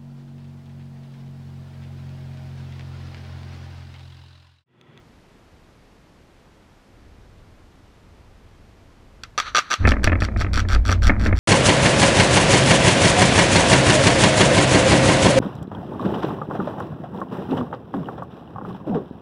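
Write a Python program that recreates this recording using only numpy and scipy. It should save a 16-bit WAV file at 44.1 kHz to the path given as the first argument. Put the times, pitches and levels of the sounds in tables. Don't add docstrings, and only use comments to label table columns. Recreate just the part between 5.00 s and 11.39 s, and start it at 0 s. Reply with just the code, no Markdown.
import sys
import numpy as np
from scipy import signal
from scipy.fft import rfft, irfft, next_fast_len
from scipy.io import wavfile
from scipy.ndimage import uniform_filter1d

SR = 44100
rng = np.random.default_rng(int(sys.argv[2]) if len(sys.argv) > 2 else 0)


def unload_audio(sound):
    columns = np.transpose(np.atleast_2d(sound))
    steps = np.round(np.clip(columns, -1, 1) * 32767)
    wavfile.write(sys.argv[1], SR, steps.astype(np.int16))


N = 281799
T = np.arange(N) / SR
HEAVE_START_S, HEAVE_RISE_S = 4.778, 0.032

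# start in seconds, level of the dull thud in dB, of the sharp bite in dB.
CHARGES = [(4.8409, -25.5, -52), (4.8516, -12, -21), (4.8607, -20.5, -25), (4.8748, -11, -23),
           (4.9181, -14, -19), (4.9364, -22.5, -48), (4.9562, -35, -59), (4.967, -23.5, -56),
           (5.0423, -17, -21), (5.0731, -11, -17.5), (5.0813, -31, -42), (5.095, -21.5, -26),
           (5.119, -17.5, -26.5), (5.1286, -16.5, -28), (5.1539, -21, -32), (5.2201, -17.5, -25),
           (5.2851, -27, -59), (5.362, -24, -88), (5.4100, -21.5, -35), (5.4459, -23, -32),
           (5.4651, -27.5, -37), (5.5736, -19.5, -43), (5.651, -30.5, -55), (5.7598, -22, -38),
           (5.8926, -17, -25), (6.095, -11, -29), (6.1006, -15, -26), (6.1167, -27, -48),
           (6.164, -29.5, -59), (6.2611, -18.5, -27), (6.29, -26, -55), (6.3265, -16.5, -33)]
# time in seconds, level in dB.
TUMBLE_LEVEL = [(4.8, -33), (4.874, -26.5), (5.024, -30), (5.078, -33), (5.148, -31.5), (5.698, -33),
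                (5.76, -28.5), (5.826, -39.5), (5.902, -24.5), (6.004, -35), (6.11, -23.5), (6.164, -29),
                (6.288, -22.5), (6.39, -38)]
# frequency in Hz, level in dB.
STONE_SPECTRUM = [(500, -9), (1000, 19), (1280, 20), (1600, 20), (2350, 16.5), (3000, -12), (5000, -29),
                  (9000, -128), (15000, -80)]
# frequency in Hz, level in dB.
WALL_SPECTRUM = [(200, -19), (950, -7), (1240, 10.5), (1600, 3.5), (2000, -2.5), (3000, -7), (3550, -3.5),
                 (4000, -3), (4500, -4.5), (5200, -24), (5850, -6.5), (6700, -22), (14000, -47)]


def detonators(snap_db=-3.46, ring_db=-1.0):
    # frequency in Hz, width in Hz, level in dB.
    bare_modes = [(4140, 690, 5), (7900, 550, -6), (9700, 890, -10), (13400, 1400, -18.5)]
    quick_modes = [(1985, 1060, 2.5), (2810, 130, -1), (3327, 270, 0), (4590, 420, 6), (5440, 370, -0.5),
                   (5760, 186, 4.5), (7150, 490, -14.5), (10130, 620, -15.5)]
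    slow_modes = [(1213, 100, -1.5), (1326, 71, 5), (1551, 142, 3), (1900, 1900, -10.5), (444, 1040, -8.5)]
    singing_modes = [(1219, 81, 6.5), (1410, 91, -2), (2185, 140, -8), (2740, 60, 1.5), (3400, 170, -7.5),
                     (5875, 220, -2.5)]
    hard_db, tone_growth, tone_limit_db, fade_db_per_s = -19, 3, -16.5, 11
    out = np.zeros(N)
    for start, snap, ring, bare_db in firing_order():
        shock = pressure_front(scatter=0.6, scatter_s=0.00061, bounce=0.11)
        bare = from_db(bare_db) * resonate(shock, bare_modes)
        add(out, start, snap + snap_db, lowpass(resonate(shock, quick_modes), hz=9900, order=3) + bare)
        push = pressure_front(scatter=0.56, scatter_s=0.0008, bounce=0.24)
        case = lowpass(resonate(push, slow_modes), hz=2340, order=3)
        add(out, start, ring + ring_db, case - 0.44 * lowpass(case, hz=600, order=1))
        tones = lowpass(resonate(shock, singing_modes), hz=6820, order=4)
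        tone_db = min(hard_db + tone_growth * (ring - hard_db), tone_limit_db)
        fade_db = fade_db_per_s * max(start - HEAVE_START_S, 0)
        add(out, start, tone_db + ring_db - fade_db, tones)
    return out


def firing_order(jitter_s=0.0007, snap_spread_db=3, ring_spread_db=1.5):
    # start in seconds, then snap, ring and share of bare shock in dB.
    single_cracks = [(4.2354, -27.5, -32, -8), (4.4002, -20, -20, -7.5), (4.703, -29, -24.5, -9),
                     (4.7090, -22, -22, -9), (5.0426, -17.5, -20, -1.5), (5.5755, -22, -25, -11),
                     (6.0685, -24, -30, -7)]
    # start and length in seconds, number of cracks, snap and ring in dB,
    # then how much the snap and the ring grow from first crack to last in dB.
    rows = [(4.3778, 0.012, 4, -25, -22, 1, -2), (4.5481, .0418, 6, -18, -16.5, 4, 2),
            (4.7148, .0251, 4, -24.5, -18.5, 17.5, 1), (4.8731, .0428, 6, -24.5, -26, -4, 2),
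            (5.033, 0.041, 6, -31.5, -28.5, 3.5, -2), (5.204, 0.046, 7, -30, -31.5, 6, 8),
            (5.3734, 0.047, 8, -35.5, -34, 14.5, 21), (5.533, 0.068, 9, -29, -27.5, 1.5, 6.5),
            (5.687, .0605, 9, -28.5, -26, 9, 6), (5.8523, 0.073, 9, -27.5, -25.5, 9.5, 12),
            (6.0215, 0.064, 9, -26.5, -26.5, 4.5, 0), (6.1968, 0.072, 10, -35, -32, 9.5, 12),
            (6.356, 0.033, 5, -37.5, -37, 19, 4)]
    cracks = list(single_cracks)
    for start, length, count, snap, ring, snap_growth, ring_growth in rows:
        bare_db = -12.5 + 2.5 * (start - rows[0][0])
        chance = rng.standard_normal(size=(20, 3))
        for along, (late, harder, fuller) in zip(np.linspace(0, 1, round(count)), chance):
            crack_s = start + along * length + jitter_s * late * (along > 0)
            snap_db = snap + snap_growth * (along - .5) + snap_spread_db * harder
            ring_db = ring + ring_growth * (along - .5) + ring_spread_db * fuller
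            cracks.append((crack_s, snap_db, ring_db, bare_db))
    return cracks


def charges(thud_db=-0.62, bite_db=-5.0, shove_hz=74.3):
    # frequency in Hz, width in Hz, level in dB.
    thud_modes = [(255, 70, 7), (650, 170, -0.5), (1263, 156, 2), (1780, 147, 3), (2135, 260, -0.5)]
    bite_modes = [(2500, 150, 8), (2750, 330, 1.5), (3220, 300, -7.5), (4350, 1500, -43), (8250, 3300, -37)]
    out, t = np.zeros(N), T[:SR // 8]
    shove = np.cos(2 * np.pi * shove_hz * t) * np.exp(-t / 0.0085) * (1 - np.exp(-t / 0.0015))
    for start, thud, bite in CHARGES:
        shock = pressure_front(scatter=1.0, scatter_s=0.0015, bounce=0.024)
        add(out, start, thud + thud_db, lowpass(resonate(shock, thud_modes), hz=2410, order=6))
        add(out, start, bite + bite_db, lowpass(resonate(shock, bite_modes), hz=5700, order=2))
        add(out, start, thud, shove)
    return out


def pressure_front(scatter, scatter_s, bounce):
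    t = T[:SR // 20]
    scattered = rms_one(rng.standard_normal(len(t)) * t * np.exp(-t / scatter_s))
    pulse = scatter * scattered / np.sqrt(len(t))
    pulse[0] += 1
    pulse[int(rng.uniform(.0004, .0009) * SR)] += bounce
    return pulse


def rumble(swell_db=2.5, boom_db=0.5):
    # frequency in Hz, level in dB.
    swell_spectrum = [(16, -13), (22, 6), (32, -30), (44, -9), (56, 4.5), (70, -9), (90, -37), (150, -43)]
    boom_spectrum = [(55, -17.5), (74, -9), (91, 2), (110, -10.5), (135, -20.5), (220, -41)]
    # time in seconds, level in dB.
    swell_level = [(4.78, -35), (4.828, -21.5), (4.918, -18.5), (4.95, -26), (5.07, -15), (5.11, -31),
                   (5.222, -22), (5.25, -30.5), (5.438, -21.5), (5.46, -32), (5.578, -17), (5.69, -32),
                   (5.748, -13.5), (5.928, -28.5), (6.08, -12.5), (6.146, -26.5), (6.344, -19), (6.39, -25)]
    boom_level = [(4.78, -22), (4.81, -22), (4.868, -11), (4.994, -37), (5.142, -18.5), (5.2, -32),
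                  (5.228, -14.5), (5.29, -41), (5.336, -22.5), (5.55, -25.5), (5.572, -22.5),
                  (5.788, -25.5), (5.842, -30), (5.864, -23), (6.124, -17.5), (6.152, -24), (6.348, -19.5),
                  (6.39, -27)]
    swell = from_db(swell_db) * gain_curve(swell_level) * rolling(swell_spectrum, evenness=0.64)
    boom = from_db(boom_db) * gain_curve(boom_level) * rolling(boom_spectrum, evenness=0.53)
    return heaving() * (swell + boom)


def boulders(heave_db=-2.0, shaken_db=-6.5):
    # frequency in Hz, level in dB.
    tumble_spectrum = [(135, -46), (170, -10), (209, 0.5), (256, -10), (325, -10.5), (385, -19),
                       (470, -20.5), (590, -18.5), (900, -27.5), (1400, -55)]
    heaved = from_db(heave_db) * heaving() * gain_curve(TUMBLE_LEVEL)
    shaken = from_db(shaken_db) * shaking(settle_s=0.015)
    return np.hypot(heaved, shaken) * rolling(tumble_spectrum, evenness=0.45)


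def gravel(knocks_per_s=400, size_db=6.0, heave_db=-48.5, shaken_db=-22.5, tumble_db=-31.0, growth=1.7):
    knocks = (rng.random(N) < knocks_per_s / SR) * rng.choice([-1, 1], N)
    sizes = from_db(size_db * np.minimum(rng.exponential(1, N), 3))
    grinding = from_db(heave_db) * heaving() * (gain_curve(TUMBLE_LEVEL) / from_db(tumble_db)) ** growth
    shaken = from_db(shaken_db) * shaking(settle_s=0.03)
    return np.hypot(grinding, shaken) * colour(knocks * sizes, STONE_SPECTRUM)


def heaving():
    return np.clip((T - HEAVE_START_S) / HEAVE_RISE_S, 0, 1) ** 2


def shaking(settle_s, rise_s=0.0012):
    jolts = np.zeros(N)
    for start, thud, _ in CHARGES:
        jolts[round(start * SR)] += from_db(thud) ** 2
    energy = signal.lfilter([1], [1, -np.exp(-2 / (settle_s * SR))], jolts + 1e-18)
    return smooth(np.sqrt(energy), rise_s)


def pit_reflections(cracks, thuds):
    # frequency in Hz, level in dB.
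    rubble_spectrum = [(300, -23), (1000, -7.5), (1240, 7), (1600, -0.5), (2100, -0.5), (3000, -4.5),
                       (3500, -5.5), (5900, -12.5), (6900, -17), (10500, -33), (14500, -38)]
    near = tail(cracks, rubble_spectrum, db=-7.5, decay_s=0.007)
    near += tail(thuds, STONE_SPECTRUM, db=-23.0, decay_s=0.019)
    return near + tail(cracks, WALL_SPECTRUM, db=-26.0, decay_s=0.021)


def tail(x, spectrum, db, decay_s):
    stored = smooth(x ** 2 + 1e-18, decay_s)
    return from_db(db) * np.sqrt(stored) * noise(spectrum)


def wall_echoes():
    # time of the peak in seconds, level in dB, spread in seconds.
    echoes = [(4.425, -34, 0.0099), (4.474, -32, 0.02), (4.65, -43, 0.1), (4.83, -43.5, 0.035)]
    swells = sum(from_db(db) * np.exp(-.5 * ((T - peak) / spread) ** 2) for peak, db, spread in echoes)
    return noise(WALL_SPECTRUM) * swells


def open_air(hush_db=-52.5, wind_db=-0.5):
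    # frequency in Hz, level in dB.
    hush_spectrum = [(18, -23), (30, 0.5), (80, -1), (180, -2.5), (215, -2.5), (252, -4), (401, -7),
                     (674, -11), (1050, -14), (2170, -19.5), (5230, -27.5), (12000, -40), (14800, -43)]
    wind_spectrum = [(12, -33), (20, -1), (65, -3), (104, -3.5), (150, -18), (200, -21), (260, -31),
                     (440, -120)]
    # time in seconds, level in dB.
    wind_level = [(0.0, -58), (1.84, -59.5), (2.08, -48.5), (3.08, -53.5), (3.1, -50), (4.28, -49.5),
                  (4.54, -44.5), (4.7, -82)]
    hush = from_db(hush_db) * noise(hush_spectrum)
    return hush + from_db(wind_db) * gain_curve(wind_level) * noise(wind_spectrum)


def rolling(spectrum, evenness):
    swing = noise(spectrum)
    height = np.abs(signal.hilbert(swing, next_fast_len(N))[:N])
    power = uniform_filter1d(height ** 2, size=SR // 50)
    return rms_one(swing / (power + 0.13) ** (evenness / 2))


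def noise(spectrum):
    return colour(rng.standard_normal(N), spectrum)


def colour(x, spectrum):
    size = next_fast_len(len(x))
    hz, db = np.transpose(spectrum)
    freqs = np.maximum(np.arange(size // 2 + 1) * SR / size, 1)
    gain = from_db(np.interp(np.log(freqs), np.log(hz), db))
    edge_fade = np.minimum(1, freqs / hz[0]) ** 3 * np.minimum(1, hz[-1] / freqs) ** 4
    return rms_one(irfft(rfft(x, size) * gain * edge_fade, size)[:len(x)])


def resonate(x, modes):
    out = 0
    for k, (hz, width, db) in enumerate(modes):
        decay = np.exp(-np.pi * width / SR)
        feed = np.array([1, 0, -1]) * (1 - decay * decay) / 2
        feedback = [1, -2 * decay * np.cos(2 * np.pi * hz / SR), decay * decay]
        out = out + (-1) ** k * from_db(db) * signal.lfilter(feed, feedback, x)
    return out


def add(out, start_s, db, sound):
    i = min(round(start_s * SR), N - 1)
    sound = sound * from_db(db) / np.sqrt(np.sum(sound ** 2) / (SR / 200))
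    out[i:i + len(sound)] += sound[:N - i]


def lowpass(x, hz, order):
    return signal.sosfilt(signal.butter(order, hz, fs=SR, output="sos"), x)


def smooth(x, lag_s):
    keep = np.exp(-1 / (lag_s * SR))
    return signal.lfilter([1 - keep], [1, -keep], x)


def gain_curve(rows):
    return from_db(np.interp(T, *np.transpose(rows)))


def from_db(db):
    return 10 ** (np.asarray(db) / 20)


def rms_one(x):
    return x / np.sqrt(np.mean(x ** 2) + 1e-20)


def scene():
    cracks, thuds = detonators(), charges()
    blast = cracks + thuds + pit_reflections(cracks, thuds) + wall_echoes()
    return (blast + rumble() + boulders() + gravel() + open_air())[None]


def record(dry, peak_limit=0.92, cutoff_hz=15000):
    faded = lowpass(np.clip(dry, -peak_limit, peak_limit), hz=14300, order=8)
    return signal.sosfilt(signal.ellip(10, .2, 80, cutoff_hz, fs=SR, output="sos"), faded)


dry = scene()
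out = record(dry)
unload_audio(out)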